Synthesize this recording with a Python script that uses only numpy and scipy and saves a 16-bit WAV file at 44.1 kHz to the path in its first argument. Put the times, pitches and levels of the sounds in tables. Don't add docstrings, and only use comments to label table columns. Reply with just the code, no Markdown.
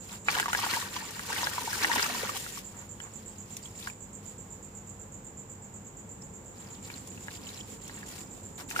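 import sys
import numpy as np
from scipy import signal
from scipy.fft import rfft, irfft
from scipy.io import wavfile
from scipy.ndimage import uniform_filter1d

SR = 44100
rng = np.random.default_rng(int(sys.argv[2]) if len(sys.argv) > 2 else 0)


def dump_mix(stems):
    frames = np.atleast_2d(stems).T
    limited = np.clip(frames, -1, 1)
    pcm = np.round(limited * 32767).astype(np.int16)
    wavfile.write(sys.argv[1], SR, pcm)


N = 388080
TIME = np.arange(N) / SR

# f/Hz, phase gap/rad
PHASE_GAP = [(500, 0.073), (900, 0.3), (1200, 1.42), (1600, 1.87), (2500, 1.75)]


def from_db(db):
    return 10 ** (np.asarray(db) / 20)


def rms_one(x):
    return x / np.sqrt(np.mean(x ** 2) + 1e-20)


def together(*levels_db):
    return 10 * np.log10(sum(from_db(db) ** 2 for db in levels_db))


def in_time(rows):
    times, *columns = np.transpose(rows)
    return [np.interp(TIME, times, column) for column in columns]


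def at_hz(points, hz):
    known_hz, values = np.transpose(points)
    return np.interp(np.log(np.maximum(hz, 1)), np.log(known_hz), values)


def colour(x, spectrum, size=4096):
    gain = from_db(at_hz(spectrum, np.fft.rfftfreq(size, 1 / SR)))
    cepstrum = irfft(np.log(gain))
    cepstrum[1:size // 2] *= 2
    cepstrum[size // 2 + 1:] = 0
    impulse = irfft(np.exp(rfft(cepstrum)))
    return signal.oaconvolve(np.atleast_2d(x), impulse[None], axes=1)[:, :N]


def drift(rate):
    knots = rng.standard_normal(8192)
    return rms_one(np.interp(TIME * rate, np.arange(len(knots)), knots))


def add(out, s, sound):
    start = int(s * SR)
    first, last = max(start, 0), min(start + sound.shape[-1], N)
    if last > first:
        out[..., first:last] += sound[..., first - start:last - start]


def swells(rows, attack_share=0.17, release_share=0.21, least_release_s=0.0064):
    power = np.full(N, 1e-12)
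    for s, length, db in rows:
        t = TIME[:int((2 * length + .2) * SR)]
        rise = 1 - np.exp(-t / (attack_share * length))
        fade = np.exp(-np.maximum(t - length, 0) / (least_release_s + release_share * length))
        add(power, s, (from_db(db) * rise * fade) ** 2)
    return 10 * np.log10(power)


def grains(per_s, spread_db):
    sizes = from_db(spread_db * np.minimum(rng.exponential(1, N), 4)) * rng.choice([-1, 1], N)
    return sizes * (rng.random(N) < per_s / SR) / np.sqrt(per_s)


def resonators(clicks, low_hz, high_hz, cycles, count):
    out, dealt = np.zeros((2, N)), rng.integers(0, count, N)
    spots = rng.uniform(.6, 1.4, count) * rng.choice([-1, 1], count)
    for k, hz in enumerate(np.geomspace(low_hz, high_hz, count)):
        r, w = from_db(-60 * hz / (cycles * SR)), 2 * np.pi * hz / SR
        strikes = clicks * (dealt == k) + 1e-18
        ring = signal.lfilter([w, -w * r * np.cos(w)], [1, -2 * r * np.cos(w), r * r], strikes)
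        right_lag = int(spots[k] * at_hz(PHASE_GAP, hz) / w)
        out += [ring, np.roll(ring, right_lag)]
    return out


def reflections(x, t60_s, gap_s):
    t = TIME[:SR // 4]
    tail = rng.standard_normal((2, len(t))) * from_db(-60 * t / t60_s) * (t > gap_s)
    tail /= np.sqrt(np.sum(tail ** 2, axis=1, keepdims=True))
    return signal.oaconvolve(np.atleast_2d(x), tail, axes=1)[:, :N]


def yard_ambience():
    # f/Hz, correlation
    likeness = [(50, 0.97), (150, 0.97), (300, .84), (600, 0.58), (1200, 0), (2500, 0)]
    # f/Hz, level/dB
    rumble_eq = [(25, -28), (43, -6.5), (70, -8), (95, -2.5), (150, -5.5), (200, -3.5), (320, -14.5),
                 (520, -12.5), (630, -19.5), (900, -16), (1400, -23.5), (2650, -29.5), (4500, -37.5),
                 (5800, -36), (9000, -86)]
    # f/Hz, rms level/dB
    partials = [(100, -59.5), (200, -60.5), (350, -67), (445, -67)]
    # f/Hz, level/dB
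    air_eq = [(3000, -41), (5500, -8), (7000, -1), (9000, -13), (12000, 1), (14500, 1), (16000, 5)]
    alike = at_hz(likeness, np.fft.rfftfreq(N, 1 / SR))
    mid, side = rfft(rng.standard_normal((2, N)))
    noise = irfft(np.sqrt(1 + alike) * mid + np.sqrt(1 - alike) * side * [[1], [-1]], N)
    rumble = from_db(-49) * rms_one(colour(noise, rumble_eq))
    hum = sum(from_db(db) * np.sqrt(2) * np.sin(2 * np.pi * hz * TIME + .5 * drift(5.4))
              for hz, db in partials)
    air = from_db(-65) * rms_one(colour(rng.standard_normal((2, N)), air_eq))
    return rumble + hum + air


def far_crickets(hz=7250, width_hz=750):
    # t/s, level/dB
    chorus = [(0, -48), (2.5, -53), (5.9, -53), (7.2, -50.5), (8.8, -50.5)]
    band = signal.butter(2, [hz - width_hz / 2, hz + width_hz / 2], "band", fs=SR, output="sos")
    song = rms_one(signal.sosfilt(band, rng.standard_normal((2, N))))
    return song * from_db(in_time(chorus)[0] + 0.27 * drift(50) + np.array([[-7], [-1]]))


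def chirp_times():
    # t/s, period/s
    runs = [(.01, .1314), (.93, .1242), (2.299, .1229), (3.778, .1252), (4.404, .1228), (5.018, .1254),
            (5.762, .107), (5.869, .1225), (6.981, .1235), (7.84, .1229)]
    ends = [s for s, period in runs[1:]] + [N / SR]
    return np.concatenate([np.arange(s, end - period / 2, period)
                           for (s, period), end in zip(runs, ends)])


def near_cricket(wing_hz=7260, fall_hz=220, stroke_s=0.00229, lead_s=.0203, lead_db=-1.5, rough=0.45):
    # f/Hz, level/dB
    wing_eq = [(5200, -35), (6000, -14), (6600, -0.5), (7300, -4), (7900, 1), (8300, -43), (9200, -42),
               (11500, 8), (14500, 0)]
    # t/s, level/dB, left re right/dB
    song = [(0, -33.5, -14), (2.5, -33.5, -8), (3.8, -32.5, -10), (5.5, -35, -7.5), (6, -37.5, -4),
            (7, -35.5, -8), (8.8, -35.5, -8)]
    chirps, t = np.zeros(N), TIME[:SR // 50] - .01
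    for s in chirp_times():
        for ahead_s, stroke_db in ((lead_s, lead_db), (0, 0)):
            noise = rng.standard_normal((2, len(t)))
            jitter, shimmer = rms_one(uniform_filter1d(uniform_filter1d(noise, size=28), size=20))
            hz = wing_hz + rng.normal(0, 60) - fall_hz * t / stroke_s
            phase = 2 * np.pi * np.cumsum(hz) / SR + rough * jitter
            tone = (np.sin(phase) + from_db(-29) * np.sin(2 * phase)) * (1 + rough * shimmer / 2)
            pressure = np.exp(-(t / stroke_s) ** 2 / 2) + 0.1 * np.hanning(len(t))
            add(chirps, s - ahead_s + t[0], from_db(stroke_db + rng.normal(0, 0.66)) * tone * pressure)
    chirps = colour(chirps, wing_eq)
    turn = 1.4 * drift(2.9)
    echoes = sum(reflections(chirps * share, t60_s=0.2, gap_s=0.0034)
                 for share in (np.cos(turn), np.sin(turn)))
    direct = from_db([[-3], [-1]]) * chirps
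    level_db, left_db = in_time(song)
    return (direct + from_db(2.5) * echoes) * from_db([level_db + left_db, level_db])


def tub(x):
    # f/Hz, level re left/dB
    shade_eq = [(500, 0), (2100, -1), (3000, 0), (4500, -2.5), (7000, 2.5), (8300, -8.5), (9500, -7),
                (11200, -13), (13000, 0), (16000, -22)]
    left, right = x + from_db(-6) * reflections(x, t60_s=0.03, gap_s=0.00209)
    return np.vstack([left, colour(right, shade_eq)])


def handling():
    # t/s, length/s, level/dB
    shifts = [(5.6, 5.5, -56)]
    grind_eq = [(120, -20), (250, 16), (520, 3.5), (900, -3.5), (2000, -34)]  # f/Hz, level/dB
    grind = colour(grains(3000, spread_db=5.5), grind_eq)
    return rms_one(grind) * from_db(swells(shifts))


def rustle():
    # t/s, length/s, level/dB
    strokes = [(.08, .07, -53), (2.73, 0.091, -56.5), (3.02, 0.054, -56), (3.82, .08, -57.5),
               (6.56, 0.16, -61), (6.84, 0.13, -59.5), (7.2, 0.37, -61.5), (7.82, 0.37, -60),
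               (8.58, 0.033, -48.5), (8.72, .08, -49)]
    skin_eq = [(500, -8), (850, 3), (1500, 0), (2400, -6.5), (5000, -8)]  # f/Hz, level/dB
    rub = resonators(grains(5000, spread_db=3.5), low_hz=700, high_hz=2450, cycles=6.7, count=10)
    return rms_one(colour(rub, skin_eq)) * from_db(swells(strokes) + 2.5)


def crumbs(level_db):
    pings = resonators(grains(200, spread_db=1.5), low_hz=2063, high_hz=5400, cycles=27, count=18)
    return rms_one(pings) * from_db(level_db + 3)


def gulp(flutter_db=2.5):
    # t/s, f/Hz, level/dB
    note = [(1.75, 394, -119), (1.85, 324, -46), (2.0, 293.3, -80), (2.12, 232, -46), (2.25, 221, -53),
            (2.33, 205, -79)]
    hz, level_db = in_time(note)
    phase = 2 * np.pi * np.cumsum(hz + 10 * drift(40)) / SR
    return np.sin(phase) * from_db(level_db - flutter_db * drift(37))


def churn(flow_db):
    # t/s, length/s, level/dB
    slumps = [(.28, .5, -60), (1.82, 0.16, -44.5), (2.05, .27, -55), (8.76, 0.054, -45)]
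    # f/Hz, level/dB
    gurgle_eq = [(100, -25), (220, 4.5), (330, 5), (500, 4.5), (800, -5), (1400, -34), (3000, -28)]
    bubbles = resonators(grains(500, spread_db=3), low_hz=221, high_hz=807, cycles=10, count=11)
    return rms_one(colour(bubbles, gurgle_eq)) * from_db(together(flow_db, swells(slumps)))


def sand_hiss(level_db):
    # f/Hz, level/dB
    hiss_eq = [(600, -15), (1000, -12.5), (2000, 1), (4000, 2), (6500, 0.5), (9000, 3.5), (10800, -2),
               (12500, -1.5), (16000, -2)]
    patter = np.array([grains(3500, spread_db=3.5) for side in range(2)])
    return rms_one(colour(patter, hiss_eq)) * from_db(level_db + 8.5 + 1.75 * drift(110))


def fizz(level_db):
    # f/Hz, level/dB
    fizz_eq = [(500, -37), (700, -7), (840, 2.5), (1100, 1), (1320, 0), (1550, 3), (2400, -1.5),
               (3200, -2.5), (5000, -4), (7000, -12.5), (10000, -41)]
    bubbles = resonators(grains(1500, spread_db=2.5), low_hz=764, high_hz=7120, cycles=28, count=32)
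    return rms_one(colour(bubbles, fizz_eq)) * from_db(level_db + 2.6 + 2.6 * drift(60))


def cracks(rise_s=0.0016, t60_s=0.013, spread_db=3.5):
    # t/s, level/dB
    hits = [(0.128, -38), (.246, -42), (0.313, -27), (.3984, -27), (0.408, -30), (.5301, -24.5),
            (0.7377, -28), (0.963, -35), (1.107, -33), (1.192, -36), (1.3283, -29.5), (1.593, -32),
            (1.6324, -30), (1.7299, -28), (1.9513, -22.5), (2.023, -23), (2.0618, -35), (2.368, -39),
            (2.999, -43), (3.567, -26.5), (4.23, -50), (6.2197, -49), (6.4467, -50), (7.073, -36),
            (7.332, -44), (7.878, -37.5), (8.088, -38), (8.703, -29)]
    # f/Hz, level/dB
    crack_eq = [(600, -49), (2000, 9), (4000, 11), (6500, 19), (9000, 18.5), (16000, 8)]
    out, t = np.zeros((2, N)), TIME[:SR // 8]
    envelope = (1 - np.exp(-t / rise_s)) * from_db(-60 * t / t60_s)
    for s, level_db in hits:
        sizes = from_db(spread_db * np.minimum(rng.exponential(1, (2, len(t))), 4))
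        fractures = rms_one(sizes * rng.standard_normal(sizes.shape))
        add(out, s, from_db(level_db - 6) * fractures * envelope)
    return colour(out, crack_eq)


def plops(cavity_rise_s=0.00061, slap_rise_s=0.00018):
    # t/s, level/dB, cavity f/Hz, slap trim/dB
    lumps = [(0.284, -23.5, 1130, 11.5), (.286, -17, 2370, -10), (.351, -23.5, 1570, -13),
             (.369, -29, 840, -13), (0.386, -24.5, 1750, 3), (.3986, -20.5, 1580, 8),
             (.428, -23, 1620, -17), (.458, -24.5, 1130, 2.5), (.482, -27.5, 930, 3), (.5, -31, 1160, -12),
             (.5309, -16.5, 1480, 3), (.549, -17.5, 1640, 2), (.589, -27.5, 1170, -2),
             (0.642, -23, 1530, -1), (0.6649, -28.5, 836, 3), (.7365, -24.5, 2020, 1),
             (.748, -24.5, 1660, -19), (.769, -26, 950, -13), (.826, -31.5, 1060, -5),
             (.965, -30, 1030, -2), (1.023, -40, 880, -10), (1.194, -38, 1110, 12), (1.302, -33, 903, -10),
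             (1.329, -25.5, 1640, -1), (1.364, -28, 2070, -8), (1.431, -27.5, 960, 3),
             (1.443, -24, 5000, -14), (1.47, -19, 1610, 2.5), (1.581, -23.5, 1007, -20),
             (1.618, -34, 930, -10), (1.6761, -27.5, 886, -23), (1.7304, -23, 1600, -13),
             (1.8458, -21, 1900, 9.5), (1.8978, -25, 937, -14), (1.916, -22.5, 1830, 0),
             (1.96, -25, 866, -14), (1.981, -25, 1910, 0), (1.9956, -18, 1530, -3),
             (2.0282, -20.5, 4950, 1.5), (2.06, -26.5, 1280, -2), (2.098, -33, 700, -8),
             (2.148, -30, 1020, -12), (2.2329, -28.5, 502, -16), (2.293, -25.5, 1175, -20),
             (2.463, -33, 1380, 3), (2.574, -36, 1110, -23), (3.002, -37, 3095, 4.5),
             (3.657, -39.5, 3280, -14), (3.826, -38, 3570, -19), (3.872, -36, 1086, -14),
             (3.873, -26, 1560, -7), (3.899, -37, 2400, -12), (6.221, -43, 5400, -16),
             (6.901, -35.5, 2350, 2), (6.94, -36, 4170, -16), (7.176, -42, 2640, -1),
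             (7.283, -34.5, 1750, 5.5), (7.469, -37, 3060, -16), (7.491, -37, 3800, -16),
             (7.609, -37, 3180, -20), (7.896, -54, 1940, 19.5), (7.976, -50, 1850, 5),
             (8.03, -36.5, 1750, -10), (8.711, -34, 2450, 6), (8.762, -19.5, 1440, -5),
             (8.7919, -15, 1540, -1)]
    # f/Hz, cycles to -60 dB
    ring_cycles = [(500, 10), (900, 26), (1700, 19.5), (3500, 35)]
    # f/Hz, level/dB, t60/s
    tub_modes = [(840, -9, 0.025), (1530, 1.5, 0.0089), (1960, 0.5, 0.0073), (2935, -10, 0.0085),
                 (3900, -10, 0.0076)]
    out, t = np.zeros((2, N)), TIME[:SR // 12]

    def ring(hz, t60_s, rise_s, sag=0):
        phase = 2 * np.pi * np.cumsum(hz * (1 + sag * np.exp(-t / 0.00034))) / SR
        envelope = (1 - np.exp(-t / rise_s)) * from_db(-60 * t / t60_s)
        return np.sin([phase, phase - at_hz(PHASE_GAP, hz)]) * envelope / envelope.max()

    for s, level_db, hz, slap_db in lumps:
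        cavity = ring(hz, at_hz(ring_cycles, hz) / hz, cavity_rise_s, sag=0.11)
        slap = sum((-1) ** k * from_db(db + rng.normal(0, 1.9)) * ring(mode_hz, t60_s, slap_rise_s)
                   for k, (mode_hz, db, t60_s) in enumerate(tub_modes))
        add(out, s, from_db(level_db + 2.5) * (cavity + from_db(slap_db - 7) * slap))
    return out


def scene():
    # t/s, fizz level/dB, hiss level/dB
    pour = [(0.25, -66, -72), (0.29, -39, -50), (0.3, -38, -45.5), (0.4, -39, -43.5), (0.48, -47, -52),
            (0.56, -39, -46), (0.77, -38.5, -43.5), (0.92, -51, -55.5), (0.94, -42.5, -52.5),
            (1.2, -51.5, -54), (1.41, -34.5, -43.5), (1.51, -43.5, -48.5), (1.98, -35.5, -42),
            (2.34, -43, -50), (2.37, -42.5, -41.5), (2.39, -55, -48), (2.59, -60, -54), (2.68, -70, -73)]
    # t/s, length/s, hiss level/dB, bubble level/dB
    pinches = [(0.0, 0.15, -59.5, -65), (0.085, 0.07, -62, -55.5), (2.57, 0.024, -53, -50),
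               (2.621, 0.22, -64, -80), (2.858, 0.51, -68, -70), (3.435, 0.23, -63, -61.5),
               (3.695, .1, -66.5, -65), (3.78, 0.1, -54, -52.5), (3.888, 1, -75, -91),
               (4.22, 0.1, -65, -73), (6.527, 0.23, -65.5, -62.5), (6.813, 0.15, -59.5, -60),
               (6.93, 0.4, -63.5, -67), (7.29, 0.073, -59.5, -55), (7.39, .19, -58.5, -55.5),
               (7.647, .1, -60, -74), (7.783, 0.23, -61.5, -60), (8.039, .16, -56.5, -57),
               (8.212, 0.28, -67.5, -85), (8.575, 0.041, -54, -55), (8.684, 0.042, -50.5, -56),
               (8.744, 0.12, -45.5, -44)]
    fizz_db, hiss_db = in_time(pour)
    pouring = (TIME > pour[0][0]) & (TIME < pour[-1][0])
    churn_db = -53 + 0.58 * (fizz_db - fizz_db[pouring].mean())
    fizz_db, hiss_db, churn_db = np.where(pouring, [fizz_db, hiss_db, churn_db], -np.inf)
    pinch_hiss_db = swells(np.array(pinches)[:, [0, 1, 2]])
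    pinch_bubble_db = swells(np.array(pinches)[:, [0, 1, 3]])
    water = fizz(fizz_db) + crumbs(pinch_bubble_db) + churn(churn_db) + gulp() + plops()
    sand = sand_hiss(together(hiss_db, pinch_hiss_db)) + rustle() + handling() + cracks()
    return tub(water + sand) + near_cricket() + far_crickets() + yard_ambience()


def record(dry):
    return signal.sosfilt(signal.ellip(12, .1, 80, 15500, fs=SR, output="sos"), dry)


dry = scene()
out = record(dry)
dump_mix(out)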